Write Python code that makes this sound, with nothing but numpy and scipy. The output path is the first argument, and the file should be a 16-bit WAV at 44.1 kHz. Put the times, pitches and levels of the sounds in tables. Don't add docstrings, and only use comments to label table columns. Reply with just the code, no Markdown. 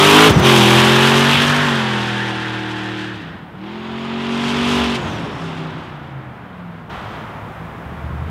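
import sys
import numpy as np
from scipy import signal
from scipy.fft import rfft, irfft, next_fast_len
from scipy.io import wavfile
from scipy.ndimage import map_coordinates

SR = 44100
rng = np.random.default_rng(int(sys.argv[2]) if len(sys.argv) > 2 else 0)


def store_wav(level_fs):
    pcm = np.round(np.clip(np.atleast_2d(level_fs), -1, 1) * 32767)
    wavfile.write(sys.argv[1], SR, pcm.T.astype(np.int16))


N = 366030
TIME_S = np.arange(N) / SR


def amp(db):
    return 10 ** (np.asarray(db) / 20)


def unit_rms(x):
    return x / np.sqrt(np.mean(x ** 2) + 1e-20)


def curves(rows):
    times_s, *columns = np.transpose(rows)
    return [np.interp(TIME_S, times_s, column) for column in columns]


def wobble(rate_hz):
    knots = rng.standard_normal(int(N * rate_hz / SR) + 4)
    coarse_s = TIME_S[::32]
    return np.interp(TIME_S, coarse_s, map_coordinates(knots, [coarse_s * rate_hz]))


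def filtered(x, response):
    size = next_fast_len(N + SR // 2)
    return irfft(rfft(x, size) * response(np.fft.rfftfreq(size, 1 / SR)), size)[:N]


def coloured(x, spectrum):
    points_hz, db = np.transpose(spectrum)
    return unit_rms(filtered(x, lambda hz: amp(np.interp(np.log(hz + 1), np.log(points_hz), db))))


def noise():
    return rng.standard_normal(N)


# press start, release start, press time and release time in seconds, depth 0-1.
PEDAL_PUSHES = [(-.1, 0.264, .05, 0.059, 0.99), (0.412, 3.015, 0.047, 0.3, 1),
                (3.54, 4.935, 0.11, 0.072, 0.97), (5.28, 6.86, 0.2, 0.033, 0.35),
                (7.8, 8.3, 0.42, .1, 0.38)]


def pedal():
    pushes = [depth * np.interp(TIME_S, [down, down + press, up, up + release], [0, 1, 1, 0])
              for down, up, press, release, depth in PEDAL_PUSHES]
    return np.clip(sum(pushes), 0, 1)


# muffler resonance in Hz, half width in Hz, boost in dB.
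MUFFLER_MODES = [(70.7, 6, 1), (107, 7, 4.5), (131, 9, 0.5), (165.6, 20, 3.5), (232, 3, 1), (278, 5.3, 1),
                 (314, 5.4, 7), (374, 23, 1)]
# time in seconds, extra level in dB.
ORDER_5_DB = [(0, -21), (.16, 4.5), (.3, -0.5), (1.85, 1.5), (2.5, -3.5), (3.1, -0.5), (3.5, 0.5),
              (4.95, 0), (5.04, -21), (5.28, -13), (5.42, -1.5), (5.9, -1), (6.2, 5), (6.5, -6.5),
              (7.7, -6), (7.98, 4)]
ORDERS_8_9_DB = [(1.22, 0.5), (1.38, -13), (1.7, -5.5), (2.05, -4.5), (2.4, -3.5), (3.05, 2), (3.5, 2.5),
                 (5.7, -3), (6.15, -9), (6.68, 2), (6.9, -2)]


def order_boost_db(order, cycle_hz):
    muffler_db = sum(db / (1 + ((order * cycle_hz - hz) / width) ** 2) for hz, width, db in MUFFLER_MODES)
    own = {5: ORDER_5_DB, 8: ORDERS_8_9_DB, 9: ORDERS_8_9_DB}
    return muffler_db + (curves(own[order])[0] if order in own else 0)


# order, then relative level in dB alongside, leaving, returning, at light load.
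LOW_ORDERS_DB = [(2, -22, -20, -16.5, -29), (3, -12, -4.5, -9, -13), (4, -13, -19.5, -11.5, -13),
                 (5, -7, -3, 2.5, -2), (6, -9.5, -15.5, -10, -18), (7, -31, -27, -24, -21),
                 (8, -4, -6.5, -6.5, -1.5), (9, -13.5, -6.5, -8.5, -13.5), (10, -35, -21, -22, -13.5),
                 (11, -18.5, -19, -19, -15), (12, -16, -14.5, -20, -10)]
# order, then level against the roar in dB near, far, returning.
HIGH_ORDERS_DB = [(13, -21.5, -25, -18), (14, -13, -16, -18.5), (15, -23, -22, -13), (16, -23, -25, -39),
                  (17, -18.5, -22.5, -48), (18, -21.5, -14.5, -14), (19, -11, -13, -19.5),
                  (20, -18, -20, -17), (21, -19, -46, -11), (22, -13.5, -8, -12), (23, -17, -14, -21),
                  (24, -14, -42, -31), (25, -33, -20.5, -14), (26, -13, -15, -28), (27, -20.5, -14, -16.5)]


def exhaust_note(cycles, cycle_hz, throttle, level_db, roar_db):
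    shut = (1 - throttle) ** 2
    rough_db = 0.9 + 3.5 * shut
    note_db = level_db - 13 * shut

    def partial(order, db, flutter_db, drift_rad):
        phase = 2 * np.pi * (order * cycles + rng.random()) + drift_rad * wobble(14)
        return np.sqrt(2) * amp(db + flutter_db * wobble(18)) * np.sin(phase)

    note, blare = np.zeros((2, N))
    for order, *stage_db in LOW_ORDERS_DB:
        db = np.interp(TIME_S, [0, .3, .42, 3.2, 3.5, 4.96, 5, TIME_S[-1]], np.repeat(stage_db, 2))
        db += note_db + order_boost_db(order, cycle_hz)
        note += partial(order, db, flutter_db=rough_db, drift_rad=.041 * rough_db)
    for order, near, far, back in HIGH_ORDERS_DB:
        pipe_aim_db = np.interp(TIME_S, [1.3, 1.9, 3.2, 3.5], [near, far, far, back])
        blare += partial(order, roar_db + pipe_aim_db, flutter_db=2.2, drift_rad=.27)
    return note + throttle ** 2 * blare


# resonance in Hz, width in Hz, gain in dB.
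PIPE_MODES = [(77.5, 73, -3), (159, 72, 2.5), (232.5, 52, 0), (343, 140, -7), (520, 130, -18)]


def tailpipe(x):
    def response(hz):
        return sum((-1) ** k * amp(db) * 1j * hz * width / (mode_hz ** 2 - hz ** 2 + 1j * hz * width)
                   for k, (mode_hz, width, db) in enumerate(PIPE_MODES))

    mouth = signal.butter(4, [50, 800], "bandpass", fs=SR, output="sos")
    return signal.sosfilt(mouth, filtered(x, response))


def burble(cycles, throttle, level_db):
    firings = np.flatnonzero(np.diff(np.floor(cycles * len(CYLINDER_GAINS))))
    spacing = np.gradient(firings.astype(float))
    puffs = np.zeros(N)
    puffs[firings] = rng.uniform(-1.26, 1, len(firings)) * np.sqrt(spacing)
    gas = unit_rms(puffs) + .5 * noise()
    return amp(level_db - 6.5 - 12.5 * throttle ** 2) * unit_rms(tailpipe(gas))


# base in dB, dB per dB of truck level, dB with throttle shut, dB per octave, dB fully dulled.
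ROAR_LAW_DB = (-21, 1, -3.5, 6, 0)
RASP_LAW_DB = (-21.5, 1.0268, -12, 5.5, -5.5)
HISS_LAW_DB = (-33.5, 1.28, -11.5, 6, -10.5)
# time in seconds, share 0-1 by which the exhaust's rasp and hiss are muted.
TREBLE_DULLING = [(3.3, 0.2), (3.45, 1), (4, 0.64), (4.7, 0.08), (5.6, 0.33), (6.2, 0.8), (7, 0.9)]
REFERENCE_HZ, REFERENCE_DB = 45, -20


def rush_level_db(law, level_db, cycle_hz, throttle):
    base_db, growth, shut_db, octave_db, dulled_db = law
    effort_db = shut_db * (1 - throttle) + octave_db * np.log2(cycle_hz / REFERENCE_HZ)
    dulling_db = dulled_db * curves(TREBLE_DULLING)[0]
    return base_db + growth * (level_db - REFERENCE_DB) + effort_db + dulling_db


def air_dulled(x):
    return unit_rms(filtered(x, lambda hz: 1 / (1 + (hz / 7800) ** 3)))


CYLINDER_GAINS = [0.37, 0.63, 0.46, 0.88, 1, 0.79, 0.71, 0.39]
# frequency in Hz, relative density in dB.
ROAR_SPECTRUM = [(120, -64), (250, -5.5), (430, -3.5), (520, -8), (630, -11), (740, -2.5), (900, -1),
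                 (1080, -2), (1350, -1), (1900, -5), (2400, -8.5), (3500, -50), (6000, -120)]
ROAD_SPECTRUM = [(120, -62), (350, -11), (520, -3), (750, 0), (1000, -0.5), (1400, -3), (1900, -8),
                 (2400, -13), (3500, -29.5), (6000, -120)]
RASP_SPECTRUM = [(800, -99), (1400, -57), (2000, -6), (2600, 1.5), (3300, 1.5), (3700, -2.5), (4200, -9),
                 (5200, -16.5), (6500, -41), (12000, -100)]
HISS_SPECTRUM = [(2000, -91.5), (3500, -5.5), (5200, 0), (6200, -2), (7200, -4), (8500, -5), (10500, -8.5),
                 (12500, -10), (15500, -20), (17000, -94.5)]


def rush(cycles, throttle, roar_db, rasp_db, hiss_db):
    firings = cycles * len(CYLINDER_GAINS)
    index = firings.astype(int)
    scatter_db = 1.66 * rng.standard_normal(SR // 10)[index]
    strength = np.take(CYLINDER_GAINS, index, mode="wrap") * amp(scatter_db)
    jets = unit_rms(strength * np.exp(-1.3 * (firings % 1)))

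    def jet_noise(depth):
        return noise() * np.sqrt(1 + depth * throttle * (jets ** 2 - 1))

    pipes = amp(-1.5) * throttle * coloured(jet_noise(depth=.65), ROAR_SPECTRUM)
    road = amp(-2) * np.sqrt(1 - throttle ** 2) * coloured(noise(), ROAD_SPECTRUM)
    roar = amp(roar_db + .39 * wobble(23)) * (pipes + road)
    air = wobble(13) + wobble(45)
    rasp = amp(rasp_db + .5 + .3 * air) * coloured(jet_noise(depth=.29), RASP_SPECTRUM)
    grit = amp(1.6 * wobble(400))
    bright = coloured(jet_noise(depth=.18) * grit, HISS_SPECTRUM)
    far = np.clip((-25 - hiss_db) / 15, 0, 1)
    hiss = amp(hiss_db + 2.23 + .97 * air) * ((1 - far) * bright + far * air_dulled(bright))
    return roar + rasp + hiss


# frequency in Hz, relative density in dB.
STREET_SPECTRUM = [(25, 10.5), (60, 1), (200, 6), (1000, -7), (2500, -26), (5000, -26.5), (9000, -29.5),
                   (15500, -29)]
POSITION_JUMP_S = 6.895


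def street():
    return amp(np.where(TIME_S < POSITION_JUMP_S, -49, -42.5)) * coloured(noise(), STREET_SPECTRUM)


# start and length in seconds, start and end pitch in Hz, level in dB.
TURBO_WHISTLES = [(0.289, 0.1, 6430, 5550, -33), (0.39, 0.077, 6140, 5980, -33),
                  (3.28, .11, 5400, 5000, -73), (3.7, 1.3, 6600, 7350, -62), (4.97, .28, 7200, 5170, -48),
                  (5.218, 0.31, 5460, 5250, -55)]


def turbo():
    out = np.zeros(N)
    breath = 1 + .02 * wobble(600)
    for start_s, length_s, start_hz, end_hz, db in TURBO_WHISTLES:
        progress = np.clip((TIME_S - start_s) / length_s, 0, 1)
        pitch_hz = (start_hz + (end_hz - start_hz) * progress) * breath
        phase = 2 * np.pi * np.cumsum(pitch_hz) / SR
        arch = 2 * np.sqrt(progress * (1 - progress))
        out += amp(db) * arch * (np.sin(phase) + .13 * np.sin(2 * phase))
    return amp(2.8 * wobble(60)) * out


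# start in seconds, thump peak in dB, crack against thump in dB, thump cutoff in Hz.
EXHAUST_POPS = [(.303, -2.5, -8, 700), (.362, -11, -24, 400), (.396, -8, -6, 700), (8.037, -22, -35, 170),
                (8.097, -21, -35, 130), (8.218, -20, -35, 130), (8.26, -21, -35, 170)]


def pops():
    t = np.arange(SR // 8) / SR
    ring = tailpipe(signal.unit_impulse(N))[:len(t)]
    out = np.zeros(N + SR)
    for start_s, db, crack_db, cutoff_hz in EXHAUST_POPS:
        thump = signal.sosfilt(signal.butter(2, cutoff_hz, fs=SR, output="sos"), ring)
        thump /= np.abs(thump).max()
        crack = signal.lfilter([.3], [1, -.85], rng.standard_normal(len(t))) * amp(-60 * t / .05)
        out[round(start_s * SR):][:len(t)] += amp(db) * (thump + amp(crack_db) * crack)
    return out[:N]


# time in seconds, level in dB.
TYRE_SCRUB_DB = [(.4, -42), (.8, -22), (1.3, -24), (1.6, -21), (2, -28.5), (2.6, -31), (3.1, -37),
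                 (3.4, -44), (3.6, -97)]


def tyres():
    spectrum = [(500, -100), (1000, -36.5), (1400, -1), (1650, 1.5), (1900, -1),
                (2500, -24.5), (5000, -120)]
    pitch_hz = 1690 * (1 + .035 * wobble(15) + .06 * wobble(350))
    screech = .55 * amp(3 * wobble(14)) * np.sin(2 * np.pi * np.cumsum(pitch_hz) / SR)
    return amp(curves(TYRE_SCRUB_DB)[0] + 1.2 * wobble(22.12)) * (coloured(noise(), spectrum) + screech)


# time in seconds, level in dB. At the second position a car has just passed.
TRAFFIC_DB = [(3.4, -40), (5.8, -34.5), (6.89, -39), (6.9, -28), (7.14, -29), (7.42, -32.5), (8.3, -34)]


def traffic():
    db = curves(TRAFFIC_DB)[0]
    bright_db = 1.3 * (db + 30) + 1.5
    hiss = air_dulled(coloured(noise(), HISS_SPECTRUM))
    treble = amp(-15.5) * coloured(noise(), RASP_SPECTRUM) + amp(-29) * hiss
    return amp(db - 3 + .45 * wobble(12)) * (coloured(noise(), ROAD_SPECTRUM) + amp(bright_db) * treble)


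def passing_engine(pass_s=4.85, half_length_s=.21, pitch_hz=73.6, fall_hz_per_s=7.9, level_db=-31):
    since_s = TIME_S - pass_s
    phase = 2 * np.pi * np.cumsum(pitch_hz - fall_hz_per_s * since_s) / SR + .5 * wobble(12)
    overtones = .5 * np.sin(2 * phase + wobble(14)) + .5 * np.sin(3 * phase + 2 * wobble(20))
    swell = amp(level_db + 4 * wobble(8.7)) / (1 + (since_s / half_length_s) ** 2)
    return swell * (np.sin(phase) + overtones)


# time in seconds, four-stroke cycle rate in Hz.
CYCLE_AWAY_HZ = [(0, 48.3), (.27, 54.5), (.33, 48.3), (.41, 44.6), (.53, 44.3), (.63, 41.1), (1, 44.7),
                 (1.63, 49.1), (1.82, 43.6), (2, 40.9), (2.4, 39.7), (3.13, 38.6), (3.25, 32)]
CYCLE_BACK_HZ = [(3.5, 34.5), (3.75, 43.2), (4.03, 45.4), (4.75, 48.2), (4.96, 47), (5.14, 36),
                 (5.45, 32.7), (5.8, 31.5), (6.35, 24.4), (6.88, 19.8)]
CYCLE_CRAWL_HZ = [(6.9, 13.4), (7.6, 13.4), (7.95, 15), (8.17, 15), (8.3, 17.3)]
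# time in seconds, truck level in dB as its distance changes.
AWAY_DB = [(0, -13.5), (.22, -11.5), (.5, -13.5), (1, -16.5), (1.42, -19), (2.1, -25), (2.7, -30),
           (3.4, -33.5)]
BACK_DB = [(3.6, -37), (4, -32), (4.45, -26), (4.8, -22), (4.94, -25.5), (5.06, -19.5), (5.55, -26),
           (6.2, -34.5), (6.88, -34)]
CRAWL_DB = [(6.9, -29), (7.75, -29.5), (8.3, -26)]
# centre and half length in seconds, then change of rasp, hiss and burble in dB.
EXHAUST_SWELLS = [(0.376, 0.026, -4, 1.5, 7.5), (0.848, 0.39, 1.5, 2, 1), (1.37, 0.079, 5, 3, 7),
                  (1.603, 0.3, -1, 0.5, 8.5), (3.295, 0.18, 5.5, 2, 4), (3.85, 0.29, 0, -1, 9),
                  (4.49, 0.14, 0.5, 2.5, 11), (4.955, .012, 6.5, 6, 0), (5.42, 0.069, -3, 0, -2.5),
                  (6.3, 0.37, -3, -5.5, 3), (8.12, .2, -5, -4, 0.5)]


def scene():
    cycle_hz = curves(CYCLE_AWAY_HZ + CYCLE_BACK_HZ + CYCLE_CRAWL_HZ)[0]
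    level_db = curves(AWAY_DB + BACK_DB + CRAWL_DB)[0]
    throttle = pedal()
    cycles = np.cumsum(cycle_hz * (1 + .0015 * wobble(30))) / SR
    roar_db, rasp_db, hiss_db = [rush_level_db(law, level_db, cycle_hz, throttle)
                                 for law in (ROAR_LAW_DB, RASP_LAW_DB, HISS_LAW_DB)]
    rasp_swell_db, hiss_swell_db, burble_swell_db = sum(
        np.outer(dbs, np.exp(-((TIME_S - centre_s) / half_s) ** 2))
        for centre_s, half_s, *dbs in EXHAUST_SWELLS)
    truck = exhaust_note(cycles, cycle_hz, throttle, level_db, roar_db)
    truck += burble(cycles, throttle, level_db + burble_swell_db) + pops() + turbo()
    truck += rush(cycles, throttle, roar_db, rasp_db + rasp_swell_db, hiss_db + hiss_swell_db)
    return (truck + tyres() + traffic() + passing_engine() + street())[None]


def record(dry):
    sound = filtered(dry[0], lambda hz: hz ** 4 / (hz ** 4 + 36 ** 4))
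    clipped = sound / (1 + np.abs(sound) ** 16) ** (1 / 16)
    return filtered(clipped, lambda hz: hz < 15700)[None]


dry = scene()
out = record(dry)
store_wav(out)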